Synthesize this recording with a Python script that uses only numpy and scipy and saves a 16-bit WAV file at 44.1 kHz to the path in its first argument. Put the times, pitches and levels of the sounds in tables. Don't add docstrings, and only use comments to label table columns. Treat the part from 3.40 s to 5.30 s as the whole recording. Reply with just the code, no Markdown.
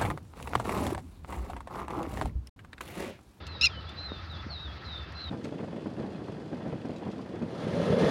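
import sys
import numpy as np
from scipy import signal
from scipy.fft import rfft, irfft
from scipy.io import wavfile

SR = 44100
rng = np.random.default_rng(int(sys.argv[2]) if len(sys.argv) > 2 else 0)


def unload_audio(sound):
    columns = np.transpose(np.atleast_2d(sound))
    steps = np.round(np.clip(columns, -1, 1) * 32767)
    wavfile.write(sys.argv[1], SR, steps.astype(np.int16))


N = 83790
T = np.arange(N) / SR
BIN_HZ = np.arange(N // 2 + 1) * SR / N


def from_db(db):
    return 10 ** (np.asarray(db) / 20)


def automation(rows):
    times, *columns = np.transpose(rows)
    return [np.interp(T, times, column) for column in columns]


def gate(rows, edge_s):
    attack = np.clip((T - rows[0][0]) / edge_s + .5, 0, 1)
    release = np.clip((rows[-1][0] - T) / edge_s + 1, 0, 1)
    return attack * release


def swell(centre_s, span_s):
    return np.exp(-((T - centre_s) / span_s) ** 2)


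def shaped_noise(gains):
    noise = irfft(rfft(rng.standard_normal(N)) * gains, N)
    return noise / np.sqrt(np.mean(noise ** 2) + 1e-20)


def coloured(eq):
    points_hz, db = np.transpose(eq)
    hz = np.maximum(BIN_HZ, 1)
    roll_off = (np.minimum(hz / points_hz[0], 1) * np.minimum(points_hz[-1] / hz, 1)) ** 6
    return shaped_noise(from_db(np.interp(np.log(hz), np.log(points_hz), db)) * roll_off)


def band_noise(centre_hz, width_hz):
    return shaped_noise(1 / (1 + ((np.maximum(BIN_HZ, 1) - centre_hz) / width_hz) ** 2))


def drift(rate_hz):
    return band_noise(0, rate_hz)


def rumble():
    return from_db(-42.5) * band_noise(centre_hz=74, width_hz=12.6)


# (frequency [Hz], relative level [dB])
HISS_BODY_EQ = [(60, -3.5), (110, 0.5), (170, -1), (250, -10), (300, -7), (400, -12), (520, -11.5),
                (880, -13), (1300, -12), (1900, -14), (2400, -20.5), (2900, -25)]
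HISS_TOP_EQ = [(2900, 0), (3600, 4), (4700, 2), (5500, -8), (6500, -19.5), (8000, -31), (12000, -33),
               (14000, -32), (15500, -34)]


def hiss():
    spectrum = rfft(from_db(-46.5) * coloured(HISS_BODY_EQ) + from_db(-56.5) * coloured(HISS_TOP_EQ))
    half_octaves = 2 * np.log2(np.clip(BIN_HZ, 125, 8000) / 125)
    bands = [irfft(spectrum * np.maximum(1 - np.abs(half_octaves - k), 0), N) for k in range(13)]
    return sum(band * from_db(2.36 * drift(14.3)) for band in bands)


# (centre [Hz], half-width [Hz], median level [dB])
CHORUS_BANDS = [(1306, 50, -58), (2660, 80, -64.5), (3950, 46, -69.5)]


def chorus():
    return sum(from_db(db + 2.5 * drift(16)) * band_noise(hz, width) for hz, width, db in CHORUS_BANDS)


def push(time_s, centre_hz):
    offset_squared = (np.pi * centre_hz * (T - time_s)) ** 2
    return (2 * offset_squared - 1) * np.exp(-offset_squared)


# (time [s], push level [dB], push centre [Hz], tap level [dB])
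BUMP_CUES = [(0.7191, -29.5, 323, -29.5), (1.0664, -31, 208, -58)]


def bumps(ring_hz=180, ring_db=-4.5, ring_t60_s=0.049, tap_hz=1110):
    out = np.zeros(N)
    for time_s, db, push_hz, tap_db in BUMP_CUES:
        age = np.maximum(T - time_s, 0)
        ring = from_db(ring_db - 60 * age / ring_t60_s) * np.sin(2 * np.pi * ring_hz * age)
        out += from_db(db) * (push(time_s, push_hz) + ring) + from_db(tap_db) * push(time_s, tap_hz)
    return out


# (time [s], level [dB], decay [s])
TICK_CUES = [(0.0677, -42.5, 0.0063), (.492, -50.5, .008), (1.722, -56, 0.0069)]
# (frequency [Hz], relative level [dB])
CRACKLE_EQ = [(1000, -28), (3000, 7.5), (5500, 1), (8000, -9), (11000, -17.5), (15000, -25)]


def ticks(attack_s=.001):
    envelope = np.zeros(N)
    for time_s, db, decay_s in TICK_CUES:
        attack = np.clip((T - time_s) / attack_s + 1, 0, 1)
        envelope += from_db(db) * attack * np.exp(-np.maximum(T - time_s, 0) / decay_s)
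    return envelope * coloured(CRACKLE_EQ)


# (time [s], pitch [Hz], glide [Hz/s], half-length [s], level [dB])
PEEP_CUES = [(.024, 3530, -5000, 0.031, -60), (0.677, 3620, -3500, .014, -58),
             (.755, 4100, 5, 0.038, -56.5), (1.65, 2640, 5008, 0.0068, -53.5),
             (1.886, 3120, 1507, 0.0065, -53)]


def peeps():
    out = np.zeros(N)
    for time_s, hz, glide, span_s, db in PEEP_CUES:
        age = T - time_s
        phase = 2 * np.pi * (hz + glide * age / 2) * age
        out += from_db(db) * swell(time_s, span_s) * np.sqrt(2) * np.sin(phase)
    return out


# (time [s], pitch [Hz], level [dB])
WHISTLE_CURVES = [
    [(0.07, 4280, -60), (0.084, 4230, -52), (0.168, 3814, -46.5), (0.196, 3824, -58), (0.2, 3782, -73)],
    [(0.29, 3690, -54), (0.33, 3150, -52), (0.354, 3047, -51), (0.392, 2983, -46), (0.4, 3010, -53)],
    [(0.465, 3284, -59), (0.495, 3530, -46), (0.507, 3520, -58), (0.515, 3460, -74)],
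    [(0.56, 3940, -65), (0.582, 4024, -42), (0.612, 4120, -44.5), (0.67, 4067, -42.5), (0.68, 3969, -52),
     (0.698, 3776, -45), (0.79, 3500, -53.5), (0.81, 3643, -56)],
    [(0.85, 3673, -69), (0.856, 3776, -79), (0.895, 3684, -58)],
    [(0.895, 4071, -56), (0.909, 3900, -47.5), (0.945, 3550, -48.5), (0.977, 3355, -60), (1.003, 3510, -45),
     (1.025, 3390, -70)],
    [(1.09, 4500, -67), (1.106, 4427, -43.5), (1.16, 3820, -45), (1.174, 3748, -45), (1.234, 3834, -45),
     (1.258, 3657, -47), (1.284, 3346, -52), (1.312, 3293, -55.5), (1.335, 3406, -53)],
    [(1.45, 4127, -49), (1.46, 4121, -49.5), (1.478, 3954, -47), (1.56, 3655, -42.5), (1.608, 3560, -48.5),
     (1.66, 3451, -62)],
    [(1.75, 4150, -50.5), (1.77, 4040, -49), (1.795, 4130, -44.5), (1.82, 4115, -44), (1.845, 3994, -42.5),
     (1.872, 3810, -45), (1.9, 3690, -44.5)],
]
# (deepest at [s], half-length [s], rate [Hz], depth [Hz])
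WHISTLE_VIBRATOS = [(.15, .05, 70.7, 15), (.35, 0.046, 69.6, 15), (.49, .05, 71.6, 20),
                    (0.628, 0.032, 68, 90), (.87, .05, 69.5, 16), (0.965, 0.059, 71, 43),
                    (1.212, 0.047, 62, 88), (1.53, 0.067, 79.8, 98), (1.825, 0.032, 83.6, 130)]


def whistles(unevenness=0.069, skew=0.47, jitter_hz=23.3, trim_db=0.06, flicker_db=0.26):
    out = np.zeros(N)
    for curve, (centre_s, span_s, rate_hz, depth_hz) in zip(WHISTLE_CURVES, WHISTLE_VIBRATOS):
        pitch, db = automation(curve)
        cycle = 2 * np.pi * np.cumsum(rate_hz * (1 + unevenness * drift(40))) / SR
        vibrato = depth_hz * swell(centre_s, span_s) * (np.cos(cycle) + skew * np.cos(2 * cycle))
        phase = 2 * np.pi * np.cumsum(pitch + vibrato + jitter_hz * drift(200)) / SR
        envelope = from_db(db + trim_db + flicker_db * drift(80)) * gate(curve, edge_s=0.0066)
        out += envelope * np.sqrt(2) * np.sin(phase)
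    return out


# (time [s], fundamental [Hz], harmonic 2 [dB], harmonic 3 [dB], harmonic 4 [dB])
CHIRP_CURVE = [(.2115, 1301, -28.5, -25.5, -28), (.221, 1261, -34.5, -31, -26.5),
               (.229, 1370, -26, -34, -35), (.244, 1370, -20.5, -23, -28.5),
               (.251, 1377, -19, -23.5, -32.5), (.2575, 1418, -33, -25.5, -26),
               (.2635, 1282, -25.5, -29.5, -29), (.271, 1247, -24, -37, -23.5),
               (.278, 1140, -37.5, -56, -67)]
# (harmonic number, level relative to harmonic 3 [dB])
CHIRP_WEAK_PARTIALS = [(1, -19), (5, -18), (6, -39), (7, -32.5), (8, -39), (9, -40), (10, -44), (11, -49)]


def chirp(flutter_hz=137, flutter_peak_s=.2285, snag_s=0.000695):
    pitch, second_db, third_db, fourth_db = automation(CHIRP_CURVE)
    depth = swell(flutter_peak_s, span_s=0.02)
    beat = np.abs(np.cos(np.pi * flutter_hz * (T - flutter_peak_s)))
    flutter = depth * (2 * beat - 1.4)
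    snag = depth * np.exp(-(beat / (np.pi * flutter_hz * snag_s)) ** 2)
    crack = swell(centre_s=.2573, span_s=0.0043)
    jitter = (0.0055 + .022 * crack) * drift(900)
    pitch *= 1 + 0.035 * flutter - 0.065 * snag + jitter
    phase = 2 * np.pi * np.cumsum(pitch) / SR
    partials = [(2, second_db), (3, third_db), (4, fourth_db)]
    partials += [(round(k), third_db + db) for k, db in CHIRP_WEAK_PARTIALS]
    voice = sum(from_db(db) * np.sin(k * phase + rng.uniform(0, 2 * np.pi)) for k, db in partials)
    voice *= 1 + .7 * crack * np.sin(phase / 2)
    rasp = from_db(fourth_db - 18.5 + 10.5 * crack) * coloured(CRACKLE_EQ)
    return (np.sqrt(2) * voice + rasp) * from_db(5.5 * flutter) * gate(CHIRP_CURVE, edge_s=.0013)


def scatter(sound, t60_s):
    tail = rng.standard_normal(N) * from_db(-60 * T / t60_s) * np.minimum(T / .007, 1)
    return signal.fftconvolve(sound, tail / np.sqrt(np.sum(tail ** 2)))[:N]


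def scene():
    near, far = chirp(), whistles() + peeps()
    ground_echo = from_db(-21) * np.interp(T - .012, T, near)
    smear = from_db(-11.5) * scatter(far, t60_s=0.089)
    reverb = scatter(from_db(-28) * near + from_db(-11) * far, t60_s=0.26)
    birds = near + far + ground_echo + smear + reverb
    return (birds + ticks() + bumps() + hiss() + chorus() + rumble())[None]


def record(dry, low_cut_hz=63, high_cut_hz=15650, fade_s=.003):
    thin = signal.sosfilt(signal.butter(6, low_cut_hz, "high", fs=SR, output="sos"), dry)
    fade = np.minimum(np.minimum(T, T[-1] - T) / fade_s, 1)
    return signal.sosfilt(signal.ellip(10, .1, 70, high_cut_hz, fs=SR, output="sos"), thin * fade)


dry = scene()
out = record(dry)
unload_audio(out)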